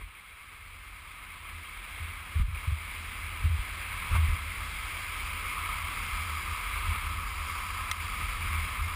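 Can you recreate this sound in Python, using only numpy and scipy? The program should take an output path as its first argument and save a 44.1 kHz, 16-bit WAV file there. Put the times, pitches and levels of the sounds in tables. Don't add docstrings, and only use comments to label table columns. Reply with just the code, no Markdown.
import sys
import numpy as np
from scipy import signal
from scipy.io import wavfile
from scipy.ndimage import uniform_filter1d, minimum_filter1d

SR = 44100
rng = np.random.default_rng(int(sys.argv[2]) if len(sys.argv) > 2 else 0)


def wav_record(signal):
    frames = np.transpose(np.atleast_2d(signal))
    bounded = np.clip(frames, -1, 1)
    quanta = np.round(bounded * 32767).astype(np.int16)
    wavfile.write(sys.argv[1], SR, quanta)


def amplitude_ratio(level_db):
    exponent = np.asarray(level_db, float) / 20
    return 10 ** exponent


N = 394694
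T = np.arange(N) / SR


def evened(x):
    return x / np.sqrt(np.mean(x ** 2) + 1e-20)


def add(mix, start_s, sound):
    part = mix[round(start_s * SR):][:len(sound)]
    part += sound[:len(part)]


def peaks(modes, hz, steep):
    power = 0
    for mode_hz, width_hz, db in modes:
        offset = 2 * (hz - mode_hz) / width_hz
        power = power + amplitude_ratio(2 * db) / (1 + offset ** 2) ** steep
    return np.sqrt(power)


def noise(shape, size, patchy_db):
    hz = np.fft.rfftfreq(size, 1 / SR)
    frames = 4 * N // size + 5
    real, imaginary, patches = rng.standard_normal((frames, len(hz), 3)).T
    patches = uniform_filter1d(patches, size=9, axis=0)
    patches = evened(uniform_filter1d(patches, size=8, axis=1))
    spectra = (real + 1j * imaginary) * shape(hz)[:, None] * amplitude_ratio(patchy_db * patches)
    sound = signal.istft(spectra, nperseg=size, noverlap=3 * size // 4)[1]
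    return evened(sound[:N])


def swells(rows):
    return sum(top_db * np.exp(-(2 * (T - middle_s) / length_s) ** 2) for middle_s, length_s, top_db in rows)


# time in seconds, coarseness of the asphalt in dB,
# lean into the bend from 0 to 1, fineness of the grit from 0 to 1.
RIDE = [(0, 2, 0.23, 0), (.8, -0.06, 0.1, 0.4), (1.45, 0, 0.27, 0), (1.75, .5, 0, 0.2),
        (2.05, 1.3, 0.1, 0.1), (2.25, -0.5, 0, 0), (2.56, 0.5, 0.6, 0.3), (2.75, -1, 0.15, 0),
        (2.95, 0.5, 0, 0.5), (3.4, 0, .2, 0.25), (3.85, 0.8, 0, .2), (4.05, 1, 0.77, 0.4),
        (4.5, -.5, 0, 0.3), (4.8, 0.1, 0.18, 0.77), (5.4, -0.55, 0.37, 0.56), (5.62, -0.1, 1, 0.4),
        (6.05, 0, 0.52, 0.7), (6.4, -0.9, 0.86, .8), (6.85, 0.4, 1, 0.2), (7.2, -2, 0.6, 0.5),
        (7.55, -1.2, .9, .95), (7.85, -1, 1, 0.66), (8.25, -0.36, 0.4, 0.77), (8.7, 0, 0.7, .6),
        (8.95, -2, 0.9, .5)]


def curve(law):
    time_s, coarse_db, lean, fine = np.transpose(RIDE)
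    plain_db, share, lean_db, fine_db = law
    level_db = plain_db + share * coarse_db + lean_db * lean + fine_db * fine
    return amplitude_ratio(np.interp(T, time_s, level_db))


# middle in seconds, length in seconds, change of the grit in dB.
PATCHES = [(0.016, 0.02, 9), (1.496, 0.0082, 8.5), (3.762, 0.0086, -4), (3.928, .015, 3), (4.133, 0.1, 3.5),
           (4.16, 0.031, 7), (6.958, 0.0092, 6.5), (7.497, 0.015, 4), (8.212, 0.035, 3.5)]


def grit(slow_db=0.26, quick_db=0.79):
    slow, quick = rng.standard_normal((2, N))
    slow = uniform_filter1d(uniform_filter1d(slow, size=1500), size=1500)
    quick = uniform_filter1d(uniform_filter1d(quick, size=200), size=200)
    return slow_db * evened(slow) + quick_db * evened(quick) + swells(PATCHES)


# frequency in Hz, width in Hz before sharpening, relative level in dB.
LOWER_MODES = [(738, 43, -25), (1026, 142, -4.5), (1144, 130, -1.5), (1265, 146, 0.5)]
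UPPER_MODES = [(1594, 590, -8), (2130, 130, 1), (2297, 180, -0.5), (2523, 620, -5.5), (3260, 396, -10),
               (3854, 670, -16)]
TOP_MODES = [(4830, 430, 1.5), (5480, 300, -5.5)]
# level in dB on plain road before the grit,
# share of the coarseness felt, dB gained at full lean, dB gained on the finest grit.
LOWER_LAW = (-44.5, 0.2, 6.5, -1.13)
UPPER_LAW = (-37.5, 1.63, 0.5, -0.02)
TOP_LAW = (-59.5, 0.1, 0.2, 7.5)


def wheels(grit_db, reach=0.38):
    lower = noise(lambda hz: peaks(LOWER_MODES, hz, steep=2.56), size=1024, patchy_db=0.82)
    upper = noise(lambda hz: peaks(UPPER_MODES, hz, steep=1.36), size=1024, patchy_db=0.92)
    top = noise(lambda hz: peaks(TOP_MODES, hz, steep=1.65), size=1024, patchy_db=1.24)
    higher = curve(UPPER_LAW) * upper + curve(TOP_LAW) * top
    return amplitude_ratio(grit_db) * curve(LOWER_LAW) * lower + amplitude_ratio(reach * grit_db) * higher


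# frequency in Hz, relative level in dB.
WIND_SPECTRUM = [(15, -33), (60, 0.5), (120, -2.5), (220, -8), (450, -13), (650, -14), (900, -9),
                 (1500, -9), (2400, -8), (3600, -34), (6000, -35)]
# level in dB on plain road before the grit,
# share of the coarseness felt, dB gained at full lean, dB gained on the finest grit.
WIND_LAW = (-47, 0.46, -1.5, -1)


def wind(grit_db, scrape=1.62):
    point_hz, point_db = np.transpose(WIND_SPECTRUM)

    def shape(hz):
        return amplitude_ratio(np.interp(np.log(hz + 1), np.log(point_hz), point_db))

    return amplitude_ratio(scrape * grit_db) * curve(WIND_LAW) * noise(shape, size=2048, patchy_db=1.5)


# frequency in Hz, width in Hz before sharpening, relative level in dB.
DECK_MODES = [(44.4, 23.6, -2), (78.8, 13.4, 0), (158.7, 108, -26.5)]
# level in dB on plain road before the bumps,
# share of the coarseness felt, dB gained at full lean, dB gained on the finest grit.
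DECK_LAW = (-41, -0.4, 0.5, 1.2)
# middle in seconds, length in seconds, rise in dB.
BUMPY = [(0.02, .15, 8), (.32, 0.2, 4), (.66, .2, 1.5), (1.1, 0.12, 3.5), (1.75, .15, 4.5), (2.08, .15, 8),
         (2.48, 0.43, 8.5), (2.9, 0.11, 6), (3.45, 0.53, 5), (4.15, 0.53, 11), (4.8, 0.21, 2.5),
         (5.28, 0.23, 4.5), (5.8, .3, 2), (6.2, 0.35, 5.5), (6.9, 0.23, 5), (8.15, .2, 4.5),
         (8.56, 0.47, 9)]


def rumble(steadiness=0.04):
    shaking = noise(lambda hz: peaks(DECK_MODES, hz, steep=2.0), size=8192, patchy_db=1.5)
    loudness = np.sqrt(abs(uniform_filter1d(shaking ** 2, size=2400)) + 0.05)
    return curve(DECK_LAW) * amplitude_ratio(swells(BUMPY)) * evened(shaking / loudness ** steadiness)


# start in seconds, relative level in dB,
# seconds before the swing dies away, share of the lower mode from 0 to 1.
JOLTS = [(0.013, -16.5, 0.04, 0.78), (1.528, -32, 0.08, 0.26), (1.999, -25, .045, 0.17),
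         (2.353, -15, 0.021, 0.01), (2.391, -8, 0.025, 0.65), (2.426, -10, 0.024, 0.9),
         (2.477, -12.5, 0.012, 0.22), (2.509, -19, 0.025, 0.32), (2.672, -12.5, 0.0076, 0.04),
         (2.715, -15, 0.0098, 0), (3.435, -16, 0.027, 0), (3.448, -10.5, 0.021, 0.36),
         (3.495, -17, 0.055, 0), (3.587, -20, 0.016, 0.94), (4.109, -15, 0.024, 0.4),
         (4.141, -17, 0.02, 0.05), (4.178, -15.5, 0.064, 0.05), (4.279, -13.5, 0.017, 0.66),
         (4.307, -18.5, 0.028, 0.6), (4.341, -28, 0.013, 0.1), (8.22, -27, 0.044, 0.5),
         (8.345, -31, .02, 1), (8.465, -23, 0.011, 0.84), (8.793, -24, 0.02, 0.63)]


def jolts(rise_s=0.0092, damping=1.0, takeover_s=0.013, stiffen=0.83, full_db=10):
    out = np.zeros(N)
    t = np.arange(SR // 2) / SR
    (low_hz, low_width, _), (high_hz, high_width, _), (knock_hz, knock_width, _) = DECK_MODES
    knock_decay = np.exp(-np.pi * knock_width * np.maximum(t - rise_s, 0))
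    knock = knock_decay * np.sin(2 * np.pi * knock_hz * t)
    onset = np.sin(np.pi / 2 * np.minimum(t / rise_s, 1)) ** 2
    next_rows = JOLTS[1:] + [(np.inf,)]
    for (start_s, db, length_s, share), (next_s, *_) in zip(JOLTS, next_rows):
        after = np.pi * damping * np.maximum(t - length_s, 0)
        low = np.exp(-low_width * after) * np.sin(2 * np.pi * low_hz * t)
        high = np.exp(-high_width * after) * np.sin(2 * np.pi * high_hz * t)
        share = np.clip(share, 0, 1)
        past_next = np.maximum(t + start_s - next_s, 0)
        shape = onset * np.exp(-(past_next / takeover_s) ** 2)
        knock_db = stiffen * (db - full_db)
        swing = share * low + (1 - share) * high + amplitude_ratio(knock_db) * knock
        add(out, start_s, -amplitude_ratio(db) * shape * swing)
    return out


# start in seconds, relative level in dB.
PEBBLES = [(1.008, -34), (7.9129, -13.2), (7.9152, -20.5)]
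# frequency in Hz, relative level in dB,
# seconds to die away by 60 dB.
SHELL = [(1250, -1, 0.03), (2082, 3, 0.032), (2700, -10, 0.012), (3600, -3, 0.012), (4540, -3, 0.011),
         (5460, -4.5, 0.013)]


def pebbles(crack=0.7, crack_t60_s=0.014, contact_s=0.0006):
    out = np.zeros(N)
    t = np.arange(4000) / SR
    ring = sum(amplitude_ratio(db - 60 * t / t60_s) * np.sin(2 * np.pi * hz * t) for hz, db, t60_s in SHELL)
    ring = ring / abs(ring).max()
    band = signal.butter(2, [1300, 6800], "bandpass", fs=SR, output="sos")
    onset = 1 - np.exp(-t / contact_s)
    hisses = rng.standard_normal((len(PEBBLES), len(t)))
    for (start_s, db), hiss in zip(PEBBLES, hisses):
        snap = evened(signal.sosfilt(band, hiss)) * amplitude_ratio(-60 * t / crack_t60_s)
        add(out, start_s, amplitude_ratio(db) * onset * (ring + crack * snap))
    return out


def scene():
    grit_db = grit()
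    mix = wheels(grit_db) + wind(grit_db) + rumble() + jolts() + pebbles()
    return mix[None]


def limiter(x, knee_db=-13.0, depth=2.0, lag_s=0.0075, hold_s=0.076, smooth_s=0.0028):
    over_db = np.maximum(20 * np.log10(abs(x) + 1e-9) - knee_db, 0)
    width = int(hold_s * SR) // 2 * 2 + 1
    cut_db = minimum_filter1d(-depth * over_db, width, origin=width // 2)
    keep = np.exp(-1 / (smooth_s * SR))
    smooth_db = signal.lfilter([1 - keep], [1, -keep], cut_db)
    late_db = np.interp(T - lag_s, T, smooth_db)
    return x * amplitude_ratio(late_db)


def converter(x):
    slow = signal.resample_poly(x, 40, 147)
    held = signal.resample_poly(np.repeat(slow, 4), 147, 160)[:N]
    return np.pad(held, (0, N - len(held)))


# time in seconds, gain as a plain factor.
FADE = [(0, 0.13), (5.6, 0.94)]


def fade_in(x):
    return x * np.interp(T, *np.transpose(FADE))


def roll_off(x):
    return signal.sosfilt(signal.butter(12, 15720, fs=SR, output="sos"), x)


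def record(dry):
    bass_cut = signal.butter(2, 21, "highpass", fs=SR, output="sos")
    mic = signal.sosfiltfilt(bass_cut, dry[0])
    faded = fade_in(converter(limiter(mic)))
    treble_edge = signal.firwin(1001, 15270, window=("kaiser", 9), fs=SR)
    finished = signal.oaconvolve(faded, treble_edge, "same")
    return roll_off(finished[None])


dry = scene()
out = record(dry)
wav_record(out)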